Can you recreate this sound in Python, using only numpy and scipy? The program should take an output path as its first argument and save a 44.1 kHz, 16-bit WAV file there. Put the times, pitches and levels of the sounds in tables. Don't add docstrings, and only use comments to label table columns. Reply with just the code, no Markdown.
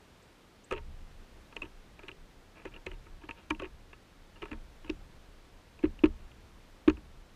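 import sys
import numpy as np
from scipy import signal
from scipy.fft import rfft, irfft, next_fast_len
from scipy.io import wavfile
from scipy.ndimage import map_coordinates

SR = 44100
rng = np.random.default_rng(int(sys.argv[2]) if len(sys.argv) > 2 else 0)


def master_out(mix):
    frames = np.transpose(np.atleast_2d(mix))
    ceiling = np.clip(frames, -1, 1)
    pcm = np.round(ceiling * 32767).astype(np.int16)
    wavfile.write(sys.argv[1], SR, pcm)


N = 324135
T = np.arange(SR // 2) / SR

# t/s, knock level/dB, wood level/dB, rattle level/dB, click level/dB,
# rebound delay/s, rebound level/dB (relative to the bite), post tremble level/dB
PECKS = [(4.895, -24.5, -36, -27.5, -35, .017, -43, -45.5),
         (5.8372, -14.5, -30, -34, -61, 0.017, -5.5, -44.5), (6.0365, -9, -21.5, -24, -37, .02, -8.5, -46),
         (6.877, -9, -20.5, -22.5, -34, .0212, -6.5, -45.5)]
# t/s, rattle level/dB, knock level/dB, wood level/dB
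STEPS = [(0.7114, -31.5, -33.5, -27.5), (0.7241, -30, -37.5, -23), (0.7348, -39, -37.5, -35),
         (0.7506, -43, -50, -55), (0.7623, -42, -42.5, -44), (1.5654, -29, -47, -34.5),
         (1.6192, -28.5, -43.5, -40), (1.6298, -37, -39, -46), (1.9923, -44, -56, -44),
         (2.0332, -44, -46, -45), (2.0826, -34.5, -48.5, -41), (2.0898, -36, -63, -40.5),
         (2.115, -39, -51.5, -53), (2.654, -39, -36, -33), (2.7393, -44, -63, -58),
         (2.763, -41.5, -52, -43.5), (2.8652, -30, -37, -32), (2.9146, -39, -44.5, -47),
         (3.2357, -56, -42.5, -46), (3.2906, -35.5, -42, -32.5), (3.3099, -29.5, -65, -40.5),
         (3.5057, -23, -28, -23.5), (3.5487, -40.5, -50, -54), (3.5979, -34, -37, -34),
         (3.6205, -40, -32.5, -31), (3.6332, -39, -42, -56), (3.654, -38.5, -46, -46),
         (3.93, -44.5, -60, -45), (4.4199, -35.5, -37, -44), (4.4258, -41, -42, -32),
         (4.4381, -41, -45, -52), (4.4555, -40, -50, -38), (4.5151, -36, -34, -38), (4.529, -41, -46, -39),
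         (4.8459, -50, -46, -43), (5.791, -47.5, -57, -52), (5.8294, -43.5, -60, -45.5),
         (5.9903, -42.5, -57, -51.5), (6.316, -47.5, -77, -62), (6.97, -46, -45.5, -51)]
# t/s, post tremble level/dB, board note favoured there f/Hz
HOPS = [(.72, -40.5, 427), (1.6, -50, 410), (2.07, -52.5, 388), (2.64, -52, 370), (2.86, -45, 353),
        (3.27, -58, 347), (3.5, -51, 265), (3.6, -58, 385), (4.41, -54, 413), (4.51, -50, 251)]
# t/s, duration/s, level/dB
SCUFFS = [(.72, .04, -60), (0.762, 0.025, -48.5), (1.52, 0.012, -54.5), (1.633, 0.03, -56.5),
          (1.971, 0.11, -63.5), (2.541, 0.094, -58.5), (2.641, 0.048, -55.5), (2.705, 0.076, -59.5),
          (2.867, 0.09, -62), (3.056, .018, -57.5), (3.206, 0.061, -62), (3.338, .12, -62),
          (3.631, 0.046, -51), (3.925, 0.023, -60.5), (4.345, 0.049, -61.5), (4.468, 0.033, -60.5),
          (4.857, 0.029, -57), (6.168, 0.15, -72)]
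# f/Hz, relative level/dB, t60/s (before extra damping)
TABLE_MODES = [(222.1, -10, 0.19), (308.7, 5.5, 0.069), (372.8, 1, 0.071), (421, -9, 0.089),
               (524, -11, 0.032), (584, -21, 0.098), (922.7, 3, 0.093), (1088, -18, 0.067),
               (1098, -5.5, 0.075), (1283, 1, 0.056), (1688, 3, 0.033), (1850, -16, 0.0055),
               (2170, 3.5, 0.0066), (2444, 1, 0.024), (2567, 14, 0.011), (2710, 4, 0.022),
               (3100, -33, 0.04), (3100, -32, 0.022), (4070, -23, 0.033)]
# f/Hz, relative level/dB
GRAIN_SPECTRUM = [(300, 2.5), (480, 15), (660, 6.5), (790, -24.5), (1000, 10.5), (1800, 1), (2800, -3.5),
                  (3300, -11.5), (4500, -33.5), (7000, -57.5)]
# f/Hz, relative level/dB
CASE_SPECTRUM = [(1500, -44), (2200, 6.5), (2900, 10.5), (3400, -11.5), (4200, -2.5), (5000, -26.5),
                 (8000, -41.5)]
# f/Hz, relative level/dB
CLICK_SPECTRUM = [(1500, -69), (3500, 13), (4800, 0), (6300, 3), (8500, -2), (12000, -16), (16000, -13.5)]
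# f/Hz, relative level/dB, t60/s
ROCKING_MODES = [(34.1, -7, 0.84), (50.6, 0.5, 0.55), (71.6, 7, 0.25), (107, 2, 0.16)]
# f/Hz, relative level/dB
POST_SPECTRUM = [(10, -40), (22, 0), (33, 3), (48, -21), (60, -7), (74, -9), (95, -18.5), (150, -20.5),
                 (230, -30.5), (450, -84.5)]
# t/s, level/dB
CHIRPS = [(.221, -57), (0.637, -47.5)]
# t/s from its start, f/Hz, relative level/dB
CHIRP_COURSE = [(0, 5700, -22), (.005, 6600, -15), (.010, 7800, -6.5), (.015, 8400, -22), (.02, 8400, -17),
                (.027, 7700, -45)]
# f/Hz, relative level/dB
GARDEN_SPECTRUM = [(18, -21), (30, 4), (81, -2), (113, -1.5), (143, -5.5), (200, -2), (216, -4), (312, -5),
                   (364, -5.5), (662, -10), (1000, -12), (1410, -13.5), (2990, -18), (3680, -19),
                   (15000, -36.5)]

BITE_S = 0.0035
TOUCH_LEAD_S, TOUCH_DB, TOUCH_CLICK_DB = 0.0035, -8.5, -4.5
CLICK_DB, CLICK_GROWS = -10.5, 1.124
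RATTLE_HZ, RATTLE_SPREAD_HZ, RATTLE_SCATTER_HZ = 2550, 850, 200
TREMBLE_RISE_S, TREMBLE_FALL_DB_PER_S = 0.004, 24.5
FIDGET_DB = -60.5
GARDEN_DB = -59.5
TOP_HZ = 15050


def pecks(buzz_fade_s=0.014):
    out = np.zeros(N)
    for s, knock_db, wood_db, rattle_db, click_db, rebound_s, rebound_db, _ in PECKS:
        knock, _, _ = table(spot_db=1.3, damping=0.83, centre_hz=329, focus_db=21.5)
        add(out, s, amp(knock_db) * crest(knock))
        for delay, db in [(0, -7), (BITE_S, 0), (rebound_s, rebound_db)]:
            _, wood, rattle = table(spot_db=1.5, damping=0.57, centre_hz=330, grain_db=4.0)
            buzz = amp(wood_db) * crest(wood)
            buzz = buzz + amp(rattle_db) * gritty(rattle, grit=0.008, slip_s=0.00058)
            add(out, s + delay, amp(db) * buzz * np.exp(-T / buzz_fade_s))
        for delay, db in [(BITE_S, 0), (rebound_s, rebound_db / 2)]:
            snap = band(click(t60=0.0086), 2500, 7500)
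            snap = band(snap, 2500, 7500)
            add(out, s + delay, amp(click_db + db) * snap)
    return out


def steps():
    out = np.zeros(N)
    hop_s, _, board_hz = np.transpose(HOPS)
    for s, rattle_db, knock_db, wood_db in STEPS:
        nearest_hop = np.argmin(np.abs(hop_s - s))
        knock, wood, rattle = table(spot_db=1.5, damping=0.85, centre_hz=board_hz[nearest_hop],
                                    focus_db=40, grain_db=3.0, grain_t60=0.033,
                                    buzz_t60=0.014, low_hz=179)
        rattle_hz = RATTLE_HZ + RATTLE_SCATTER_HZ * rng.uniform(-1, 1)
        rattle = band(rattle, rattle_hz - RATTLE_SPREAD_HZ, rattle_hz + RATTLE_SPREAD_HZ)
        add(out, s, amp(knock_db) * gritty(knock, grit=0.052, slip_s=0.0064))
        add(out, s, amp(wood_db) * gritty(wood, grit=0.018, slip_s=0.0041))
        add(out, s, amp(rattle_db) * gritty(rattle, grit=0.055, slip_s=0.0019))
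        sharp_db = (rattle_db + wood_db) / 2
        snap_db = CLICK_DB + CLICK_GROWS * sharp_db
        add(out, s, amp(snap_db) * click(t60=0.012))
        touch_s = s - TOUCH_LEAD_S
        touch_db = TOUCH_DB + (sharp_db + knock_db) / 2
        add(out, touch_s, amp(touch_db) * gritty(wood + rattle, grit=0.18, slip_s=0.0037))
        add(out, touch_s, amp(TOUCH_CLICK_DB + snap_db) * click(t60=0.0087))
    return out


def table(spot_db, damping, centre_hz, focus_db=14, grain_db=0, grain_t60=0.047,
          buzz_db=-7, buzz_t60=0.022, low_hz=215, high_hz=900):
    hz, db, t60 = np.transpose(TABLE_MODES)
    register = np.digitize(hz, [750, 2000])
    weight = amp(db + spot_db * rng.standard_normal(len(hz)))
    octaves_away = np.minimum(np.abs(np.log2(hz / centre_hz)), 0.5)
    board = amp(-focus_db * octaves_away) * (-1) ** np.arange(len(hz))
    modes = ringing(hz, weight * np.where(register == 0, board, 1), t60 / damping)
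    knock, wood, rattle = [unit(modes[register == k].sum(axis=0)) for k in range(3)]
    knock = unit(band(knock, low_hz, high_hz))
    grain = noise(GRAIN_SPECTRUM, size=len(T)) * amp(-60 * damping * T / grain_t60)
    wood = wood + amp(grain_db) * unit(grain)
    buzz = noise(CASE_SPECTRUM, size=len(T)) * amp(-60 * damping * T / buzz_t60)
    rattle = rattle + amp(buzz_db) * unit(buzz)
    rise = swell(0.0004)
    return knock, rise * wood, rise * rattle


def ringing(hz, weight, t60):
    decay = amp(-60 * T / t60[:, None])
    return weight[:, None] * decay * np.sin(2 * np.pi * hz[:, None] * T)


def gritty(ring, grit, slip_s):
    t = T[:SR // 20]
    force = grit * rng.standard_normal(len(t)) ** 3 * np.exp(-t / slip_s)
    force[0] += 1
    return crest(signal.fftconvolve(ring, force)[:len(T)])


def click(t60):
    return crest(noise(CLICK_SPECTRUM, size=len(T)) * amp(-60 * T / t60) * swell(0.001))


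def swell(rise_s):
    return 1 - np.exp(-(T / rise_s) ** 2)


def rocking(peck_db=-21, step_db=-14):
    out = np.zeros(N)
    hz, db, t60 = np.transpose(ROCKING_MODES)
    pushes = [(s, knock_db + peck_db) for s, knock_db, *_ in PECKS]
    pushes += [(s, knock_db + step_db) for s, _, knock_db, _ in STEPS]
    for s, push_db in pushes:
        weight = amp(db + 0.71 * rng.standard_normal(len(hz))) * (-1) ** np.arange(len(hz))
        rock = swell(0.0054) * ringing(hz, weight, t60).sum(axis=0)
        add(out, s, amp(push_db) * crest(rock))
    return out


def scuffs(wood_db=1, knock_db=-8):
    out = np.zeros(N)
    for s, length_s, db in SCUFFS:
        n = max(int(length_s * SR), 64)
        catches = (rng.random(len(T)) < 600 / SR) * rng.standard_normal(len(T))
        knock, wood, rattle = table(spot_db=2.5, damping=0.95, centre_hz=400)
        ring = rattle + amp(wood_db) * unit(wood) + amp(knock_db) * knock
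        scrape = signal.fftconvolve(catches[:n] * signal.windows.tukey(n), ring)
        add(out, s, amp(db) * scrape / (np.std(scrape[:n]) + 1e-9))
    return out


def sway(lumps_db=1.5):
    t = np.arange(N) / SR
    pushes = [(s, db) for s, db, _ in HOPS] + [(s, db) for s, *_, db in PECKS]
    power = amp(FIDGET_DB) ** 2 * (t > HOPS[0][0])
    for s, db in pushes:
        age = np.maximum(t - s, 0)
        rise = 1 - np.exp(-age / TREMBLE_RISE_S)
        power = power + (amp(db - TREMBLE_FALL_DB_PER_S * age) * rise) ** 2
    lumps = amp(lumps_db * wobble(rate=14))
    return np.sqrt(power) * unit(lumps * noise(POST_SPECTRUM, size=N))


def chirps():
    out = np.zeros(N)
    s, hz, db = np.transpose(CHIRP_COURSE)
    t = T[T < s[-1]]
    phase = 2 * np.pi * np.cumsum(np.interp(t, s, hz)) / SR
    note = amp(np.interp(t, s, db)) * np.sin(phase)
    for start, level_db in CHIRPS:
        add(out, start, amp(level_db) * note)
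    return out


def garden():
    drift_db = 0.5 * wobble(rate=1.5)
    return amp(GARDEN_DB + drift_db) * noise(GARDEN_SPECTRUM, size=N)


def noise(spectrum, size):
    hz, db = np.transpose(spectrum)
    m = next_fast_len(size + 8192)
    gain = amp(np.interp(np.log(np.fft.rfftfreq(m, 1 / SR) + 1), np.log(hz), db))
    return unit(irfft(rfft(rng.standard_normal(m)) * gain, m)[:size])


def wobble(rate):
    knots = rng.standard_normal(int(N * rate / SR) + 4)
    return map_coordinates(knots, [np.arange(N) * rate / SR])


def band(x, low_hz, high_hz):
    return signal.sosfilt(signal.butter(2, [low_hz, high_hz], "band", fs=SR, output="sos"), x)


def amp(db):
    return 10 ** (np.asarray(db) / 20)


def unit(x):
    return x / np.sqrt(np.mean(x ** 2) + 1e-20)


def crest(x):
    return x / (np.abs(x).max() + 1e-20)


def add(track, s, x):
    part = track[max(round(s * SR), 0):][:len(x)]
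    part += x[:len(part)]


def scene():
    bird_on_table = pecks() + steps() + rocking() + scuffs() + sway()
    return (bird_on_table + chirps() + garden())[None]


def record(dry):
    m = next_fast_len(N + SR // 2)
    passed = np.fft.rfftfreq(m, 1 / SR) < TOP_HZ
    return irfft(rfft(dry, m) * passed, m)[:, :N]


dry = scene()
out = record(dry)
master_out(out)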